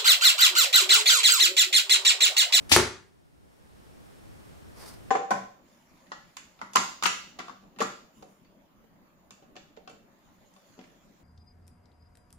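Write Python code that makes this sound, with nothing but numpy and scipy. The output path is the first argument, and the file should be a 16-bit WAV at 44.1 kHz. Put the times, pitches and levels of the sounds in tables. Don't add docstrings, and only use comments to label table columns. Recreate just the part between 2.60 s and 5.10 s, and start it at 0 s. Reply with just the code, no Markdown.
import sys
import numpy as np
from scipy import signal
from scipy.fft import rfft, irfft
from scipy.io import wavfile
from scipy.ndimage import map_coordinates

SR = 44100
rng = np.random.default_rng(int(sys.argv[2]) if len(sys.argv) > 2 else 0)


def file_out(sig):
    cols = np.atleast_2d(sig).T
    lim = np.clip(cols, -1, 1)
    pcm = np.round(lim * 32767).astype(np.int16)
    wavfile.write(sys.argv[1], SR, pcm)


def gain_from_db(level_db):
    decades = np.asarray(level_db, float) / 20
    return 10 ** decades


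N = 110250
T = np.arange(N) / SR

# frequency in Hz, spectral level in dB.
FLOOR_TONE = [(25, -11.5), (64, 0.5), (240, -6), (800, -14.5), (2500, -23), (7300, -28.5), (9000, -27),
              (16000, -35.5)]
# frequency in Hz, correlation from -1 to 1.
FLOOR_ALIKE = [(60, -0.43), (130, -.68), (290, -.68), (640, -.56), (1410, -.42), (3100, -.1), (7000, .3),
               (7500, 0.97)]
FLOOR_DB, WHINE_DB, HUM_DB = -54, -78, -67
WHINE_HZ, WHINE_WIDTH_HZ, HUM_HZ = 5390, 110, 59.3

# centre in seconds, length in seconds, rub level in dB, swish level in dB.
SCUFFS = [
    (2.185, .028, -57, -59),
    (2.22, .022, -54, -54),
    (2.252, .022, -54, -60),
    (2.285, .028, -55, -51),
    (2.335, .04, -58, -60),
]
# frequency in Hz, spectral level in dB.
RUB_TONE = [(200, -19), (500, -0.5), (1400, -4), (2740, -13), (5000, -30.5)]
# frequency in Hz, spectral level in dB.
SWISH_TONE = [(1500, -28), (3300, -7.5), (4800, 0), (7200, -7.5), (9000, -2.5), (13000, -8.5), (16000, -17)]
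# frequency in Hz, width in Hz, level in dB.
SWISH_RINGS = [(4650, 210, -10), (5100, 180, -3)]
# frequency in Hz, correlation from -1 to 1.
SCUFF_ALIKE = [(600, 0.29), (7000, 0.22), (7500, 0.98)]

# frequency in Hz, 60 dB decay time in seconds.
ROOM_T60 = [(60, .5), (250, .45), (600, .36), (1500, .4), (4000, .37), (7500, .36), (11000, .26),
            (15000, .19)]
# frequency in Hz, correlation from -1 to 1.
ROOM_ALIKE = [(60, .85), (400, .75), (1000, 0.41), (3000, 0.17), (7000, 0.44), (7400, 0.99), (16000, 0.8)]
ROOM_GAP_S = 0.0033
BOW_WET_DB, BAG_WET_DB, BODY_WET_DB = -5, -6, -12

# time in seconds, level in dB.
RELEASE = [
    (.092, -66),
    (.0955, -46),
    (.0965, -40),
    (.101, -39),
    (.110, -35),
    (.1125, -33),
    (.114, -24.5),
    (.119, -25.5),
    (.125, -50),
]
# frequency in Hz, spectral level in dB.
RELEASE_TONE = [(35, -33), (60, -3.5), (1110, -9), (1780, -1), (5210, -5), (11000, -6.5), (16000, -22)]
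# time in seconds, level in dB.
RATTLE = [
    (.116, -39.5),
    (.119, -19),
    (.127, -18),
    (.142, -24.5),
    (.160, -27),
    (.168, -35),
    (.19, -53),
]
# frequency in Hz, spectral level in dB.
RATTLE_TONE = [(150, -18), (700, -11.5), (1290, -16), (2100, -3.5), (3350, -4.5), (4410, -4), (8070, -8),
               (16000, -21.5)]
# frequency in Hz, correlation from -1 to 1.
RATTLE_ALIKE = [(300, 1), (1400, -0.4), (7000, -0.1), (15000, -0.6)]
RATTLE_PER_S, RATTLE_SCATTER_DB = 12000, 0.5
WHOOSH_FAR_HZ, WHOOSH_NEAR_HZ = 3200, 5830
WHOOSH_OCTAVES, WHOOSH_DB = 0.45, 5
WHOOSH_START_S, WHOOSH_END_S = 0.12, 0.14
# start in seconds, level in dB, push length in seconds.
KNOCKS = [
    (0.1172, -12.5, .0004),
    (0.1185, -15.5, 0.00017),
    (0.121, -10, 0.00017),
]
# frequency in Hz, level in dB, 60 dB decay time in seconds.
LIMB_MODES = [(95, -17.5, .08), (304, -9.5, .04), (1100, -26.5, 0.022), (2800, -7.5, .008)]
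BOW_PAN_DB, BOW_LAG_S = 6.5, 0.0002

# frequency in Hz, level in dB, 60 dB decay time in seconds, left minus right in dB.
BAG_MODES = [(69, -30, 0.3, 5.5), (96.7, -30, 0.27, 5), (143.2, -33.5, 0.31, 3), (240, -33.5, 0.28, 2),
             (356.8, -17, .22, 5.5), (385, -27, .4, 3), (417.6, -15, .17, 5.5), (690, -26.5, 0.037, 1),
             (878, -27.5, 0.26, 1.5), (1245, -27, .08, 1), (1540, -23, 0.043, -1.5)]
BAG_SWELL_S, BAG_ROUGH_DB = 0.002, 2.5
HIT_S, PUSH_S, PUSH_DB, REBOUND_DB = 0.16365, 0.00031, 3.5, -3.5
CRACK_DB, CRACK_T60_S = -11, 0.012
# frequency in Hz, spectral level in dB.
CRACK_TONE = [(1500, -20), (5000, -9), (9000, 1), (12000, -5.5), (16000, -16.5)]
# arrival in seconds, level in dB.
SLAPBACK = [
    (0.1792, -17),
    (.1873, -16.5),
    (.1905, -20),
    (.1995, -22),
    (.203, -21.5),
]

LOW_CUT_HZ, TOP_HZ, CEILING = 45, 15750, 1.1
DUCK_S, DUCK_DB, DUCK_ATTACK_S, DUCK_HOLD_S, DUCK_RELEASE_S = 0.094, -12, 0.003, 0.62, 0.52


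def read(table, hz):
    a = np.array(table, float)
    return np.interp(np.log(np.maximum(hz, 1)), np.log(a[:, 0]), a[:, 1])


def spectrum(table):
    return lambda f: gain_from_db(read(table, f))


def flat(f):
    return 1 + 0 * f


def bump(f, hz, octaves):
    return np.exp(-(np.log2(np.maximum(f, 1) / hz) / octaves) ** 2)


def resonance(f, hz, width):
    return 1 / (1 + (2 * (f - hz) / width) ** 2)


def shape(x, gain):
    return irfft(rfft(x) * gain(np.fft.rfftfreq(N, 1 / SR)), N)


def colour(x, gain):
    y = shape(x, gain)
    centre = np.atleast_2d(y).mean(axis=0)
    return y / np.sqrt(np.mean(centre ** 2))


def noise(gain):
    return colour(rng.standard_normal(N), gain)


def pair(gain, alike):
    c = np.clip(read(alike, np.fft.rfftfreq(N, 1 / SR)), -.9, .998)
    weights = np.sqrt([1 + 0 * c, (1 - c) / (1 + c)])
    mid, side = rfft(rng.standard_normal((2, N))) * weights
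    return colour(irfft(np.array([mid + side, mid - side]), N), gain)


def curve(rows):
    a = np.array(rows)
    return gain_from_db(np.interp(T, a[:, 0], a[:, 1], -200, -200))


def push(start, length):
    u = (T - start) / length
    return np.where((u > 0) & (u < 1), np.sin(np.pi * np.clip(u, 0, 1)) ** .6, 0)


def ring(start, hz, db, t60):
    u = np.maximum(T - start, 0)
    return gain_from_db(db - 60 * u / t60) * np.sin(2 * np.pi * hz * u)


def walk(rate):
    return noise(lambda f: np.exp(-(f / rate) ** 2))


def floor():
    low = pair(spectrum(FLOOR_TONE), FLOOR_ALIKE)
    bass = shape(low, lambda f: 1 / (1 + (f / 350) ** 2))
    air = bass * gain_from_db(1.6 * walk(9)) + (low - bass) * gain_from_db(0.32 * walk(6))
    whine = noise(lambda f: resonance(f, WHINE_HZ, WHINE_WIDTH_HZ))
    hum = np.sin(2 * np.pi * HUM_HZ * T)
    return gain_from_db(FLOOR_DB) * air + gain_from_db(WHINE_DB) * whine + gain_from_db(HUM_DB) * hum


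def scuff():
    def swish_gain(f):
        rings = sum(gain_from_db(db) * resonance(f, hz, width) for hz, width, db in SWISH_RINGS)
        return gain_from_db(read(SWISH_TONE, f)) + rings

    rub = pair(spectrum(RUB_TONE), SCUFF_ALIKE)
    swish = pair(swish_gain, SCUFF_ALIKE)
    strokes = 0
    for centre, length, rub_db, swish_db in SCUFFS:
        stroke = np.exp(-((T - centre) / length) ** 2)
        strokes = strokes + stroke * (gain_from_db(rub_db) * rub + gain_from_db(swish_db) * swish)
    return strokes * gain_from_db(0.99 * walk(123))


def room():
    diffuse, out = pair(flat, ROOM_ALIKE), 0
    for hz in 40 * 2 ** (np.arange(18) / 2):
        band = colour(diffuse, lambda f: bump(f, hz, .4)) * np.sqrt(hz)
        out = out + band * gain_from_db(-60 * T / read(ROOM_T60, hz))
    out = out * np.clip(T / ROOM_GAP_S, 0, 1) ** 2
    return out[:, :SR] / np.sqrt(np.sum(out ** 2) / 2)


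def release():
    return curve(RELEASE) * noise(spectrum(RELEASE_TONE))


def limbs():
    out = 0
    for start, db, length in KNOCKS:
        recoil = 1.2 * push(start + length, length)
        modes = sum(ring(start, *mode) for mode in LIMB_MODES)
        out = out + gain_from_db(db) * (push(start, length) - recoil + modes)
    return out


def rattle():
    clicks = (rng.random(N) < RATTLE_PER_S / SR) * gain_from_db(RATTLE_SCATTER_DB * rng.exponential(size=N))
    spread = clicks * pair(flat, RATTLE_ALIKE)

    def whoosh(hz):
        return colour(spread, lambda f: gain_from_db(read(RATTLE_TONE, f) + WHOOSH_DB * bump(f, hz, WHOOSH_OCTAVES)))

    share = np.interp(T, (WHOOSH_START_S, WHOOSH_END_S), [0, 1])
    moving = (1 - share) * whoosh(WHOOSH_FAR_HZ) + share * whoosh(WHOOSH_NEAR_HZ)
    return curve(RATTLE) * moving


def bag_hit():
    u = np.maximum(T - HIT_S, 0)
    smack = gain_from_db(PUSH_DB) * push(HIT_S, PUSH_S) - gain_from_db(REBOUND_DB) * push(HIT_S + PUSH_S, PUSH_S)
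    fade = (u > 0) * gain_from_db(CRACK_DB - 60 * u / CRACK_T60_S)
    crack = fade * noise(spectrum(CRACK_TONE))
    slaps = 0
    for start, db in SLAPBACK:
        slaps = slaps + gain_from_db(db) * (push(start + PUSH_S, 1.5 * PUSH_S) - push(start, PUSH_S))
    return smack + crack + slaps


def bag_body():
    body = 0
    for hz, db, t60, left_right in BAG_MODES:
        mode = ring(HIT_S, hz, db, t60) * gain_from_db(BAG_ROUGH_DB * walk(28))
        body = body + mode * gain_from_db(np.array([[left_right], [-left_right]]) / 2)
    u = np.maximum(T - HIT_S, 0)
    return -body * (1 - np.exp(-u / BAG_SWELL_S))


def scene():
    shot, flight = release() + limbs(), rattle()
    hit, body = bag_hit(), bag_body()
    late = map_coordinates(shot, [np.arange(N) - BOW_LAG_S * SR], order=3)
    pan = gain_from_db(np.array([[1], [-1]]) * BOW_PAN_DB / 2)
    direct = (np.array([shot, late]) + flight) * pan + hit + body
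    send = gain_from_db(BOW_WET_DB) * (shot + flight[0]) + gain_from_db(BAG_WET_DB) * hit
    send = send + gain_from_db(BODY_WET_DB) * body.mean(axis=0)
    wet = signal.fftconvolve(send[None], room(), axes=1)[:, :N]
    low_cut = signal.butter(2, LOW_CUT_HZ, "high", fs=SR, output="sos")
    heard = signal.sosfilt(low_cut, direct + wet)
    return heard * gain_from_db(-DUCK_DB) + scuff() + floor()


def band_limit(x):
    return signal.sosfilt(signal.butter(12, 16350, fs=SR, output="sos"), x)


def record(dry):
    u = np.maximum(T - DUCK_S, 0)
    recovery = np.exp(-np.maximum(u - DUCK_HOLD_S, 0) / DUCK_RELEASE_S)
    duck = (1 - np.exp(-u / DUCK_ATTACK_S)) * recovery
    held = CEILING * np.tanh(dry * gain_from_db(DUCK_DB * duck) / CEILING)
    top_cut = signal.ellip(10, .1, 45, TOP_HZ, fs=SR, output="sos")
    mix = signal.sosfiltfilt(top_cut, held)
    return band_limit(mix)


dry = scene()
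out = record(dry)
file_out(out)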